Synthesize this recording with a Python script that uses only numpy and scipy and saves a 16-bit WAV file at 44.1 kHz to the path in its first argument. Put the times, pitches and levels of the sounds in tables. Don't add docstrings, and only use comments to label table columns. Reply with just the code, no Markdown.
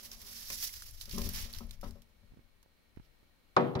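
import sys
import numpy as np
from scipy import signal
from scipy.fft import rfft, irfft, next_fast_len
from scipy.io import wavfile
from scipy.ndimage import uniform_filter1d

SR = 44100
rng = np.random.default_rng(int(sys.argv[2]) if len(sys.argv) > 2 else 0)


def generate_wav(sig):
    pcm = np.round(np.clip(np.atleast_2d(sig).T, -1, 1) * 32767).astype(np.int16)
    wavfile.write(sys.argv[1], SR, pcm)


def linear_from_db(decibels):
    return 10 ** (np.asarray(decibels, float) / 20)


N = 167580
T = np.arange(N) / SR

# (frequency [Hz], level per Hz [dB])
ROOM_COLOUR = [(100, -6.5), (230, -5), (400, -11), (1000, -16), (2200, -16), (4200, -19.5), (7500, -29.5),
               (11000, -26.5), (15700, -26.5), (16300, -61)]
# (frequency [Hz], width [Hz], boost [dB])
ROOM_PEAKS = [(550, 160, 2.5), (1870, 110, 4.5), (2255, 220, 5), (4180, 590, 4)]
# (peak time [s], swell [s], fade [s], level [dB], extra level of dull part [dB])
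RUB_STROKES = [(0.062, 0.14, 0.034, -52, -2.5), (0.119, 0.02, 0.072, -53, 0.5), (.36, 0.34, 0.71, -51, -4),
               (0.53, 0.056, 0.048, -42, -5), (.64, 0.079, 0.056, -38, -9), (0.739, 0.1, 0.23, -52.5, -6),
               (1.015, 0.015, 0.031, -47.5, -24), (1.111, 0.013, 0.19, -47.5, -2.5),
               (1.259, 0.17, 0.065, -48, 1), (1.358, 0.042, 0.16, -45, 2.5),
               (1.552, 0.013, 0.077, -54, 3.5), (1.734, 0.016, 0.037, -65, 4.5),
               (1.843, 0.031, 0.095, -60.5, 3), (3.05, 0.058, 0.042, -81, 10)]
# (frequency [Hz], level per Hz [dB])
FLAKE_COLOUR = [(700, -15), (1900, -5.5), (3200, -4.5), (5600, 0.5), (7200, -6.5), (9600, -15), (10700, -2),
                (15700, -7), (16300, -54.5)]
# (time [s], peak [dB], centre [Hz], crumb spray after it [dB], broad snap [dB])
CRACKS = [(0.115, -35, 5700, -13, -9), (0.136, -47.5, 5700, -26, -11), (0.2163, -46, 5360, -1, -7),
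          (0.4832, -37, 11460, -13, -4), (0.5014, -28, 2270, -11, -4), (0.5474, -40, 6060, -22, -8),
          (0.588, -46, 4920, -15, -7), (0.625, -32, 5800, -8, -1), (0.691, -41, 2170, -28, -16),
          (0.7383, -38, 4300, -8, -12), (0.821, -38.5, 1550, -7, -2.5), (0.91, -42, 10800, -22, -6),
          (1.011, -30.5, 4020, -14.5, 0), (1.025, -43, 4000, -18, -6), (1.055, -41, 5100, -9, -4),
          (1.094, -39, 4300, -6.5, -4), (1.111, -36, 4650, -19, -9), (1.1628, -34, 10790, -26, -5),
          (1.182, -32, 5500, -9, -9), (1.2166, -37, 4110, -3.5, -1), (1.258, -41, 11000, -19, -1.5),
          (1.2895, -24, 12600, -16.5, 1), (1.335, -34.5, 11100, -14, -5.5), (1.3497, -35, 4980, -12, 0),
          (1.3593, -32, 4300, -8, -3), (1.413, -38, 6120, -15, -12), (1.528, -38, 12000, -12, -8),
          (1.536, -33, 4240, -23, -14), (1.547, -37, 4040, -20, -8), (1.585, -36, 5140, -12, -1),
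          (1.667, -53, 11000, -20, -6), (1.693, -51.5, 4000, -12, -6), (1.709, -35, 3830, -17.5, -4),
          (1.773, -63, 4000, -17, 0), (1.812, -47, 10950, -6, -2), (1.908, -44.5, 4530, -28, 6),
          (2.0192, -51, 3380, -10.5, 8), (2.6283, -51.5, 990, -15.5, -4.5), (2.961, -58, 1890, -16, -22)]
# (frequency [Hz], level [dB], time to fall 60 dB [s])
BOWL_TONES = [(80.9, -1, 0.3), (137, -12.5, 0.38), (186.1, -2, 0.36), (230.3, 0, 0.45), (274, -16.5, .25),
              (388, -1.5, 0.12), (469.8, -12, 0.32), (567.4, -1.5, 0.15), (654, -24, 0.15), (763, -8, 0.16),
              (960, -5, 0.12), (1057, -1, 0.16), (1176, 0.5, 0.092), (1300, 3, 0.11)]
# (time [s], peak [dB], brightness [Hz])
BOWL_BUMPS = [(0.5003, -46, 1420), (.52, -57.5, 240), (1.077, -51.5, 500), (1.134, -36, 198),
              (1.156, -36, 236), (1.178, -32.5, 640), (1.215, -40, 400), (1.245, -39.5, 257),
              (1.265, -37, 300), (1.45, -50.5, 704), (1.606, -40.5, 655), (1.655, -52, 346),
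              (1.83, -37, 1100), (1.859, -45.5, 500), (1.89, -45, 300), (1.954, -52.5, 890),
              (2.23, -61, 395), (2.361, -58, 242)]
# (peak time [s], swell [s], fade [s], level [dB])
SCRAPES = [
    (.05, 0.56, 0.53, -57),
    (.3, 0.35, 0.32, -59),
    (.53, 0.069, 0.081, -59),
    (1.3, 0.18, 0.38, -51),
    (1.47, 0.056, .25, -63),
    (1.9, 0.087, .5, -66),
]
# (time [s], length [s], rumble [dB])
GRIP_SHIFTS = [(0.113, 0.25, -64), (0.483, 0.34, -57.5), (0.86, 0.17, -54.5), (1.21, 0.11, -39),
               (1.424, 0.099, -43.5), (1.585, 0.034, -45), (1.682, 0.048, -44), (1.88, 0.1, -46.5),
               (2.287, 0.068, -60), (2.444, 0.076, -67), (2.994, 0.041, -61), (3, 2.9, -70)]
# (time [s], peak [dB], contact [ms])
FINGER_TAPS = [
    (2.319, -50, 4.5),
    (2.336, -51.5, 3.9),
    (2.344, -57, 1.9),
    (2.371, -49, 2.7),
    (2.382, -57, 5.1),
    (2.391, -49.5, 3.4),
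    (2.66, -55.5, 1.15),
    (2.972, -38.5, 3),
    (2.997, -43.5, 4.1),
    (3.229, -57, 2.3),
]
# (frequency [Hz], level [dB], time to fall 60 dB [s])
TABLE_TONES = [(135.8, -1, 0.56), (183.4, -1.5, 0.45), (235.6, 6, 0.22), (308, -8.5, 0.44),
               (382.3, 7.5, 0.39), (486, 0.5, 0.65), (569.5, 0, 0.63), (765, 7.5, 0.12), (876, 3.5, 0.23),
               (935.5, 5.5, 0.25), (1050, 4.5, 0.17), (1127, 2.5, 0.26), (1245, 6.5, 0.26), (1345, 2, 0.16)]
# (time [s], peak [dB], brightness [Hz], crack [dB])
TABLE_KNOCKS = [
    (3.565, -6.5, 1560, -19.5),
    (3.608, -18.5, 490, -27),
    (3.7521, -15.5, 566, -17.5),
    (3.792, -25, 580, -17.5),
]
# (frequency [Hz], level per Hz [dB])
THUD_COLOUR = [(70, -44), (105, -26), (130, -11.5), (444, -9), (1120, -10.5), (1600, -24), (2500, -26),
               (5000, -49), (12000, -69), (22000, -120)]
# (frequency [Hz], time to fall 60 dB [s])
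THUD_FADE = [(100, 0.85), (400, 0.45), (800, 0.15), (1500, 0.34), (3000, 0.36), (8000, 0.55)]
# (frequency [Hz], left minus right [dB])
KNOCK_PAN = [(100, 6.5), (380, 2), (900, 2), (2400, -4.5), (4400, -11), (8000, 4)]


def read(table, hz):
    a = np.array(table)
    return np.interp(np.log(hz), np.log(a[:, 0]), a[:, 1])


def shape(x, table):
    n = next_fast_len(x.shape[-1])
    hz = np.fft.rfftfreq(n, 1 / SR) + 1
    return irfft(rfft(x, n) * linear_from_db(read(table, hz)), n)[..., :x.shape[-1]]


def band(x, lo_hz, hi_hz):
    return signal.sosfilt(signal.butter(2, [lo_hz, min(hi_hz, .45 * SR)], "band", fs=SR, output="sos"), x)


def soft(x, hz):
    return signal.sosfilt(signal.butter(2, min(hz, .4 * SR), fs=SR, output="sos"), x)


def unit(x):
    return x / np.sqrt(np.mean(x ** 2))


def peak_one(x):
    return x / np.abs(x).max()


def fall(t, t60_s):
    return linear_from_db(-60 * t / t60_s)


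def walk(rate_hz):
    k = int(SR / rate_hz)
    steps = np.repeat(rng.standard_normal(N // k + 1), k)
    return unit(uniform_filter1d(uniform_filter1d(steps, k), k)[:N])


def pair(make, alike):
    shared, left, right = make(), make(), make()
    return np.sqrt(alike) * shared + np.sqrt(1 - alike) * np.array([left, right])


def noise(length, alike):
    return pair(lambda: rng.standard_normal(length), alike)


def pan(db):
    return linear_from_db(np.array([[db / 2], [-db / 2]]) - abs(db) / 2)


def add(out, s, x):
    i = int(s * SR)
    out[:, i:i + x.shape[-1]] += x[..., :N - i]


def push(ms):
    return np.hanning(int(max(ms, .05) * SR / 500) + 3)


def ring(modes, hz, scatter_db, turn, rise_cycles):
    t = T[:SR // 2]
    a = np.array(modes)
    chance = rng.standard_normal((len(modes), 4))
    phase = 2 * np.pi * a[:, :1] * t + 3 * chance[:, 3:]
    phase = phase + turn * chance[:, 1:3].T[:, :, None]
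    swell = 1 - np.exp(-t * a[:, :1] / rise_cycles)
    level = linear_from_db(a[:, 1:2] + scatter_db * chance[:, :1] - 60 * t / a[:, 2:])
    return peak_one(soft((level * swell * np.sin(phase)).sum(axis=1), hz))


def grains():
    struck = rng.random(N) < 2500 / SR
    size_db = 4.5 * np.minimum(rng.exponential(size=N), 3.2)
    return rng.standard_normal(N) * struck * linear_from_db(size_db)


def stroke(s, swell, fade, db):
    return linear_from_db(db - 15.36 * np.maximum((s - T) / swell, (T - s) / fade))


def effort(dull=0):
    return np.sqrt(sum(stroke(s, swell, fade, db + dull * dull_db) ** 2
                       for s, swell, fade, db, dull_db in RUB_STROKES))


def room():
    n = shape(noise(N, 0.088), [(40, -47)] + list(ROOM_COLOUR))
    n = n + sum((linear_from_db(db) - 1) * band(n, hz - w / 2, hz + w / 2) for hz, w, db in ROOM_PEAKS)
    return unit(n) * linear_from_db(-71 + 0.65 * walk(7.6))


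def rustle():
    raw = unit(shape(pair(grains, 0.19) + 0.9 * rng.standard_normal((2, N)), FLAKE_COLOUR))
    centres = 1100 * 2. ** np.arange(0, 4.5, .75)
    quick = walk(110)
    bright_gain, dull_gain = effort(), effort(1)
    out = np.zeros((2, N))
    for hz in centres:
        hump = [(f, -11 * np.log2(f / hz) ** 2) for f in centres]
        patch = shape(np.roll(raw, int(hz), axis=1), hump)
        flutter = linear_from_db(1.94 * quick + 1.33 * walk(39.15))
        out += patch * flutter * (dull_gain if hz < 3500 else bright_gain) * linear_from_db(3.0)
    t = T[:SR // 8]
    for s, db, hz, spray_db, broad_db in CRACKS:
        n = noise(len(t), 0.54) * fall(t, 0.014) * np.minimum(t / 0.00063, 1)
        snap = band(n, hz / 1.12, hz * 1.16) * 2.84
        snap = snap + linear_from_db(broad_db) * band(n, min(hz / 1.7, 3000), 14000)
        i = int(s * SR)
        spray = linear_from_db(spray_db - 60 * t / 0.059) * raw[:, i:i + len(t)]
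        add(out, s, linear_from_db(db) * (peak_one(snap) + spray))
    return out * pan(-5) * linear_from_db(2.5)


def bowl():
    out, t = np.zeros((2, N)), T[:SR // 2]
    for s, db, hz in BOWL_BUMPS:
        rattle = soft(band(noise(len(t), 0.54), 324, 2300), hz) * fall(t, 0.28)
        tones = ring(BOWL_TONES, hz, 3.2, 0.061, 0.36)
        add(out, s, linear_from_db(db + 3.5) * (tones + 0.95 * rattle))
    slide = sum(stroke(*row) for row in SCRAPES)
    snaps = grains()[None] * slide * linear_from_db(-27.5 + 2.5 * walk(25.1))
    hum = signal.fftconvolve(ring(BOWL_TONES, 830, 0, 0.13, 0.54), snaps)[:, :N]
    scratch = band(pair(grains, 0.78), 330, 1100) * slide * linear_from_db(5.5)
    return (out + hum + scratch) * pan(8.5)


def hand():
    def creep():
        low = band(rng.standard_normal(N), 13.6, 39.3)
        return low + 0.35 * band(rng.standard_normal(N), 57.2, 96.0)

    grip = sum(linear_from_db(db) * np.exp(-((T - s) / length) ** 2) for s, length, db in GRIP_SHIFTS)
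    out = unit(pair(creep, 0.92)) * grip * linear_from_db(3.0 + walk(15)) * pan(10.5)
    for s, db, ms in FINGER_TAPS:
        x = band(np.pad(push(ms / 2), (0, 3000)), 29, 2500)
        skin = band(rng.standard_normal(len(x)), 330, 1640) * fall(T[:len(x)], 0.033)
        add(out, s, linear_from_db(db + 5) * peak_one(x + 0.45 * skin) * pan(-29.5))
    return out


def knocks():
    out, t = np.zeros((2, N)), T[:SR // 3]
    for s, db, hz, crack_db in TABLE_KNOCKS:
        n = unit(shape(noise(len(t), 0.38), THUD_COLOUR))
        dense = np.zeros((2, len(t)))
        for f in 125 * 2. ** np.arange(7):
            build_up = 1 - np.exp(-t * f / 0.6)
            dense += band(n, f / 1.48, f * 1.584) * fall(t, read(THUD_FADE, f)) * build_up
        crack = soft(band(noise(len(t), 0.43), 2300, 5300), 5600) * linear_from_db(crack_db - 60 * t / 0.053)
        clack = band(noise(len(t), 0.59), 590, 1405) * fall(t, 0.078) * np.minimum(t / 0.0031, 1)
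        tones = ring(TABLE_TONES, hz, 1, 0.42, 1.35)[:, :len(t)]
        add(out, s, linear_from_db(db) * (tones * 0.38 + 0.29 * soft(dense, 4 * hz) + 2.0 * soft(clack, hz) + crack))
    since = T - TABLE_KNOCKS[0][0]
    crumbs = unit(band(pair(grains, .2), 9500, 15500)) * linear_from_db(-72.5 - 60 * since / 2.7) * (since > 0)
    thump = band(np.pad(push(6 / 2), (0, 4000)), 76, 300)
    add(out, 3.756, linear_from_db(-28) * peak_one(thump) * np.ones((2, 1)))
    left, right = out + crumbs
    return np.array([shape(left, [(f, db / 2) for f, db in KNOCK_PAN]),
                     shape(right, [(f, -db / 2) for f, db in KNOCK_PAN])])


def scene():
    near = rustle() + bowl() + hand() + knocks()
    left_lead_s = .0002
    near[1] = np.roll(near[1], round(left_lead_s * SR))
    return near + room()


def roll_off(x):
    return signal.sosfilt(signal.butter(12, 16910, fs=SR, output="sos"), x)


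def record(dry):
    return roll_off(dry)


dry = scene()
out = record(dry)
generate_wav(out)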